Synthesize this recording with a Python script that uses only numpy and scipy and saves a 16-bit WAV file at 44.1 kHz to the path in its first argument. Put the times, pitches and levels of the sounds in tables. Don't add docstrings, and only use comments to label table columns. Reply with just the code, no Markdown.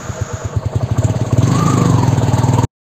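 import sys
import numpy as np
from scipy import signal
from scipy.fft import rfft, irfft
from scipy.io import wavfile

SR = 44100
rng = np.random.default_rng(int(sys.argv[2]) if len(sys.argv) > 2 else 0)


def dump_mix(stems):
    frames = np.atleast_2d(stems).T
    limited = np.clip(frames, -1, 1)
    pcm = np.round(limited * 32767).astype(np.int16)
    wavfile.write(sys.argv[1], SR, pcm)


def voltage_ratio(decibels):
    exponent = np.asarray(decibels, float) / 20
    return 10 ** exponent


N = 127890


def t_axis():
    return np.arange(N) / SR


def rms_one(x):
    return x / np.sqrt(np.mean(x ** 2) + 1e-20)


def drift(rate):
    r = np.exp(-40 * np.pi * rate / SR)
    noise = rng.standard_normal(N // 20 + 2002)
    slow = signal.lfilter([1], [1, -2 * r, r * r], noise)[2000:]
    return np.interp(np.arange(N) / 20, np.arange(len(slow)), rms_one(slow))


def coloured(points, patchy_db):
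    hz = np.maximum(np.fft.rfftfreq(N, 1 / SR), 1)
    p = np.array(points)
    curve_db = np.interp(np.log(hz), np.log(p[:, 0]), p[:, 1], -90, -90)
    spec = rfft(rng.standard_normal(N)) * voltage_ratio(curve_db)
    group = np.floor(3 * np.log2(hz)).astype(int) % 4
    out = np.zeros(N)
    for k in range(4):
        out += irfft(spec * (group == k), N) * voltage_ratio(patchy_db * drift(16))
    return rms_one(out)


def ring(clicks, hz, t60):
    r, w = voltage_ratio(-60 / (t60 * SR)), 2 * np.pi * hz / SR
    return signal.lfilter([0, np.sin(w)], [1, -2 * r * np.cos(w), r * r], clicks + 1e-18)


# t/s, level/dB
PUTTER = [(0.0937, -13.1), (0.2135, -11.1), (0.3369, -13.4), (0.4508, -11.7), (0.5651, -8.3),
          (0.6591, -10.5), (0.7575, -5.4), (0.8321, -8.3), (0.914, -8.5), (0.9863, -4.5), (1.0461, -4.8),
          (1.1001, -6.4), (1.162, -11), (1.2147, -8.5), (1.2676, -14.5)]
# t/s, level/dB
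PULL = [
    (1.33, -3),
    (1.402, -2.5),
    (1.501, -8.5),
    (1.612, -12.5),
    (1.751, -7),
    (1.999, -6),
    (2.299, -5),
    (2.649, -5),
]
# t/s, firing rate/(1/s)
SPEED = [(1.33, 16.99), (1.43, 21.49), (1.52, 25.55), (1.6, 28.31), (1.7, 26.68), (1.9, 23.76),
         (2.05, 20.95), (2.2, 19.2), (2.4, 19.67), (2.7, 20.51)]


def firings():
    s, rate = np.transpose(SPEED)
    t = t_axis()
    cycles = np.cumsum(np.interp(t, s, rate) * (t > s[0])) / SR
    later = np.interp(np.arange(1, 30), cycles, t)
    putter_at, putter_level = np.transpose(PUTTER)
    pull_at = np.concatenate([[s[0]], later])
    at = np.concatenate([putter_at, pull_at])
    level = np.concatenate([putter_level, np.interp(pull_at, *np.transpose(PULL))])
    return at, level, 1 / np.gradient(at)


# f/Hz, climb/(Hz per firing/s), level/dB,
# gain/(dB per firing/s), swell peak/s, swell width/s
EXHAUST = [(118.4, 1.29, 0.94, -0.1348, 0.0079, 0.0093), (162, 1.3, -12.5, 1.37, 0.024, 0.022),
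           (258.7, 1.1, -10.5, 0.33, 0.00076, 0.0048), (222, 0.074, -4.5, 1.06, 0.00012, 0.0017),
           (260.4, .6, -18.5, 1.14, 0.025, .02), (115.5, 1.2, -32.5, 0.4, 0.1, 0.0064),
           (388.3, .5, -19, 0.1, .0012, .008)]


def exhaust(at, level, rate):
    lead_s, scatter_db = .03, .8
    out, u = np.zeros(N + SR), np.arange(4000) / SR - lead_s
    scatter = rng.standard_normal((len(at), len(EXHAUST)))
    for s, db, r, row in zip(at, level, rate - 20, scatter):
        i = int((s - lead_s) * SR)
        for (hz, climb, mode_db, gain, peak, width), z in zip(EXHAUST, row):
            shape = np.exp(-((u - peak) / width) ** 2)
            size = voltage_ratio(db + mode_db + gain * r + scatter_db * z)
            out[i:i + 4000] -= size * shape * np.cos(2 * np.pi * (hz + climb * r) * u)
    return out[:N]


# f/Hz, level/dB, t60/s
CASE = [(485.5, -21, 0.11), (635.4, -16, 0.059), (880, -30.5, 0.16), (1126, -17, 0.02), (1537, -31.5, .04)]


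def knock(at, level, rate):
    lead_cycle, burst_s, knock_db = .28, 0.0091, -26
    u = t_axis()[None] - (at - lead_cycle / rate)[:, None]
    bursts = np.exp(-(u / burst_s) ** 2)
    speed_loss_db = .7 * np.maximum(rate - 19, 0)
    out = 0
    for hz, db, t60 in CASE:
        scatter_db = 1.8 * rng.standard_normal(len(at))
        size = voltage_ratio(knock_db + db + level - speed_loss_db + scatter_db)
        bed = voltage_ratio(db - 42)
        out = out + ring((size @ bursts + bed) * rng.standard_normal(N), hz, t60)
    return out


# t/s, f/Hz, level/dB
WHINE = [
    (1.4, 1000, -32),
    (1.5, 1074, -25),
    (1.66, 1190, -25),
    (1.84, 1130, -23),
    (2.0, 946.2, -21.5),
    (2.14, 880, -26),
    (2.4, 879, -24),
    (2.66, 915, -23),
]


def whine(at, rate):
    burst_s, bend, scatter, blur_hz, blur_db = .0085, .07, .022, 110, -6
    s, hz, db = np.transpose(WHINE)
    t, out, u = t_axis(), np.zeros(N + SR), np.arange(-1000, 1000) / SR / burst_s
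    arch = bend * (np.minimum(u ** 2, 2) - .4)
    for a, r, z in zip(at, rate, rng.standard_normal((len(at), 4))):
        between_db = -14 + 2.3 * (r - 20)
        for k, less in enumerate((0, between_db)):
            c = a + k * .5 / r
            f = np.interp(c, s, hz) * (1 + scatter * z[k] - arch)
            size = voltage_ratio(np.interp(c, s, db, -90) + 5 + less + 3.75 * z[k + 2])
            i = int(c * SR) - 1000
            out[i:i + 2000] += size * np.exp(-u ** 2) * np.sin(2 * np.pi * np.cumsum(f) / SR)
    phase = 2 * np.pi * np.cumsum(np.interp(t, s, hz)) / SR
    blur = drift(blur_hz) * np.cos(phase) + drift(blur_hz) * np.sin(phase)
    return out[:N] + voltage_ratio(np.interp(t, s, db, -90) + blur_db) * blur


def panel(at, rate):
    panel_hz, panel_db, panel_rate, rate_range = 482, -25, 25, 1.3
    t = t_axis()
    near = np.exp(-((np.interp(t, at, rate) - panel_rate) / rate_range) ** 2)
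    near = near * (t > SPEED[3][0])
    level = voltage_ratio(panel_db + 2.7 * drift(20))
    return level * near * np.sin(2 * np.pi * panel_hz * t + 0.57 * drift(12))


def ticks(at, rate):
    clicks, z = np.zeros(N), rng.standard_normal((len(at), 2))
    for k, part in enumerate((0.24, .62)):
        i = ((at - part / rate) * SR).astype(int)
        clicks[i] = voltage_ratio(-27.5 + 0.95 * (rate - 21) + 3 * z[:, k])
    return ring(clicks, 7100, .003) + .4 * ring(clicks, 4400, 0.0037)


def swell(at, level, chance):
    rise_s, fall_s, scatter_db = .007, .016, 1.1
    u = t_axis()[None] - at[:, None]
    size = voltage_ratio(scatter_db * chance) * np.clip(1 + .05 * (level + 4), 0, 2)
    bump = np.exp(np.where(u < 0, -(u / rise_s) ** 2, -u / fall_s))
    return size @ bump


# t/s, level/dB
LOAD = [(0.0, -48), (0.29, -52.5), (0.53, -49.5), (0.75, -46.5), (1.12, -42.5), (1.37, -43), (1.55, -36),
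        (1.7, -37), (2.15, -40), (2.46, -39.5)]


def drive_load():
    return np.interp(t_axis(), *np.transpose(LOAD))


# f/Hz, level/dB per Hz
RUMBLE = [(18, -74.5), (30, -20), (130, 5), (193, -1), (265, -8.5), (570, -12), (894, -12), (1000, -20),
          (1600, -40.5), (2080, -68), (3520, -120)]


def rumble(load, low):
    return voltage_ratio(-25.5 + (load + 43) + 1.5 * low) * coloured(RUMBLE, patchy_db=0.5)


# f/Hz, level/dB per Hz
RATTLE = [(1200, -10.5), (1500, -3.5), (2450, -9.5), (3700, -10), (4600, -9), (4780, -12.5), (4850, -19.5),
          (5600, -25)]


def rattle(load, high):
    return voltage_ratio(load + 1.5 + 8 * high) * coloured(RATTLE, patchy_db=2.0)


# f/Hz, level/dB per Hz
SIZZLE = [(4900, -15), (5900, -11), (6250, 0.5), (6700, 1), (7600, -1), (7750, -4.5), (8450, -9),
          (8600, -20.5), (11500, -44)]


def sizzle(load, high):
    return voltage_ratio(-39.5 + 1.12 * (load + 36.5) + 14.5 * high) * coloured(SIZZLE, patchy_db=2.5)


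def air(load, high, grip):
    level_db = -56.5 + 11.5 * grip + 1.09 * (load + 36) + 14.5 * high + 1.5 * drift(12)
    return voltage_ratio(level_db) * coloured([(11620, 0), (15480, -.5)], patchy_db=0.5)


def brake_grip():
    hold_s, fade_s = 0.38, 0.13
    return 1 / (1 + np.exp((t_axis() - hold_s - fade_s) / (fade_s / 3)))


# f/Hz, width/Hz, level/dB
BRAKE = [
    (1346, 160, -34.5),
    (3700, 700, -45.5),
    (6770, 130, -37.5),
    (7800, 500, -66),
]


def brake(grip):
    hiss = np.zeros(N)
    for hz, width, db in BRAKE:
        hiss += voltage_ratio(db) * rms_one(ring(rng.standard_normal(N), hz, 0.9 / width))
    return grip * hiss


def scene():
    at, level, rate = firings()
    load, grip = drive_load(), brake_grip()
    chance = rng.standard_normal((len(at), 2))
    low = swell(at, level, 0.13 * chance[:, 0])
    high = swell(at, level, chance[:, 1])
    x = knock(at, level, rate) + ticks(at, rate) + brake(grip)
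    x = signal.sosfilt(signal.cheby2(10, 45, 8700, fs=SR, output="sos"), x)
    x += exhaust(at, level, rate) + whine(at, rate) + panel(at, rate)
    x += rumble(load, low) + rattle(load, high) + sizzle(load, high) + air(load, high, grip)
    return x[None]


def band_limit(x):
    return signal.sosfilt(signal.butter(12, 16430, fs=SR, output="sos"), x)


def record(dry):
    stop_s, fade_s, tail_db, tail_t60_s = 2.6508, .0004, -22, .06
    after = t_axis() - stop_s
    x = np.tanh(dry)
    dull = signal.sosfilt(signal.butter(2, 600, fs=SR, output="sos"), x)
    tail = dull * voltage_ratio(tail_db - 60 * np.maximum(after, 0) / tail_t60_s)
    mix = np.where(after < 0, x * np.clip(-after / fade_s, 0, 1), tail)
    return band_limit(mix)


dry = scene()
out = record(dry)
dump_mix(out)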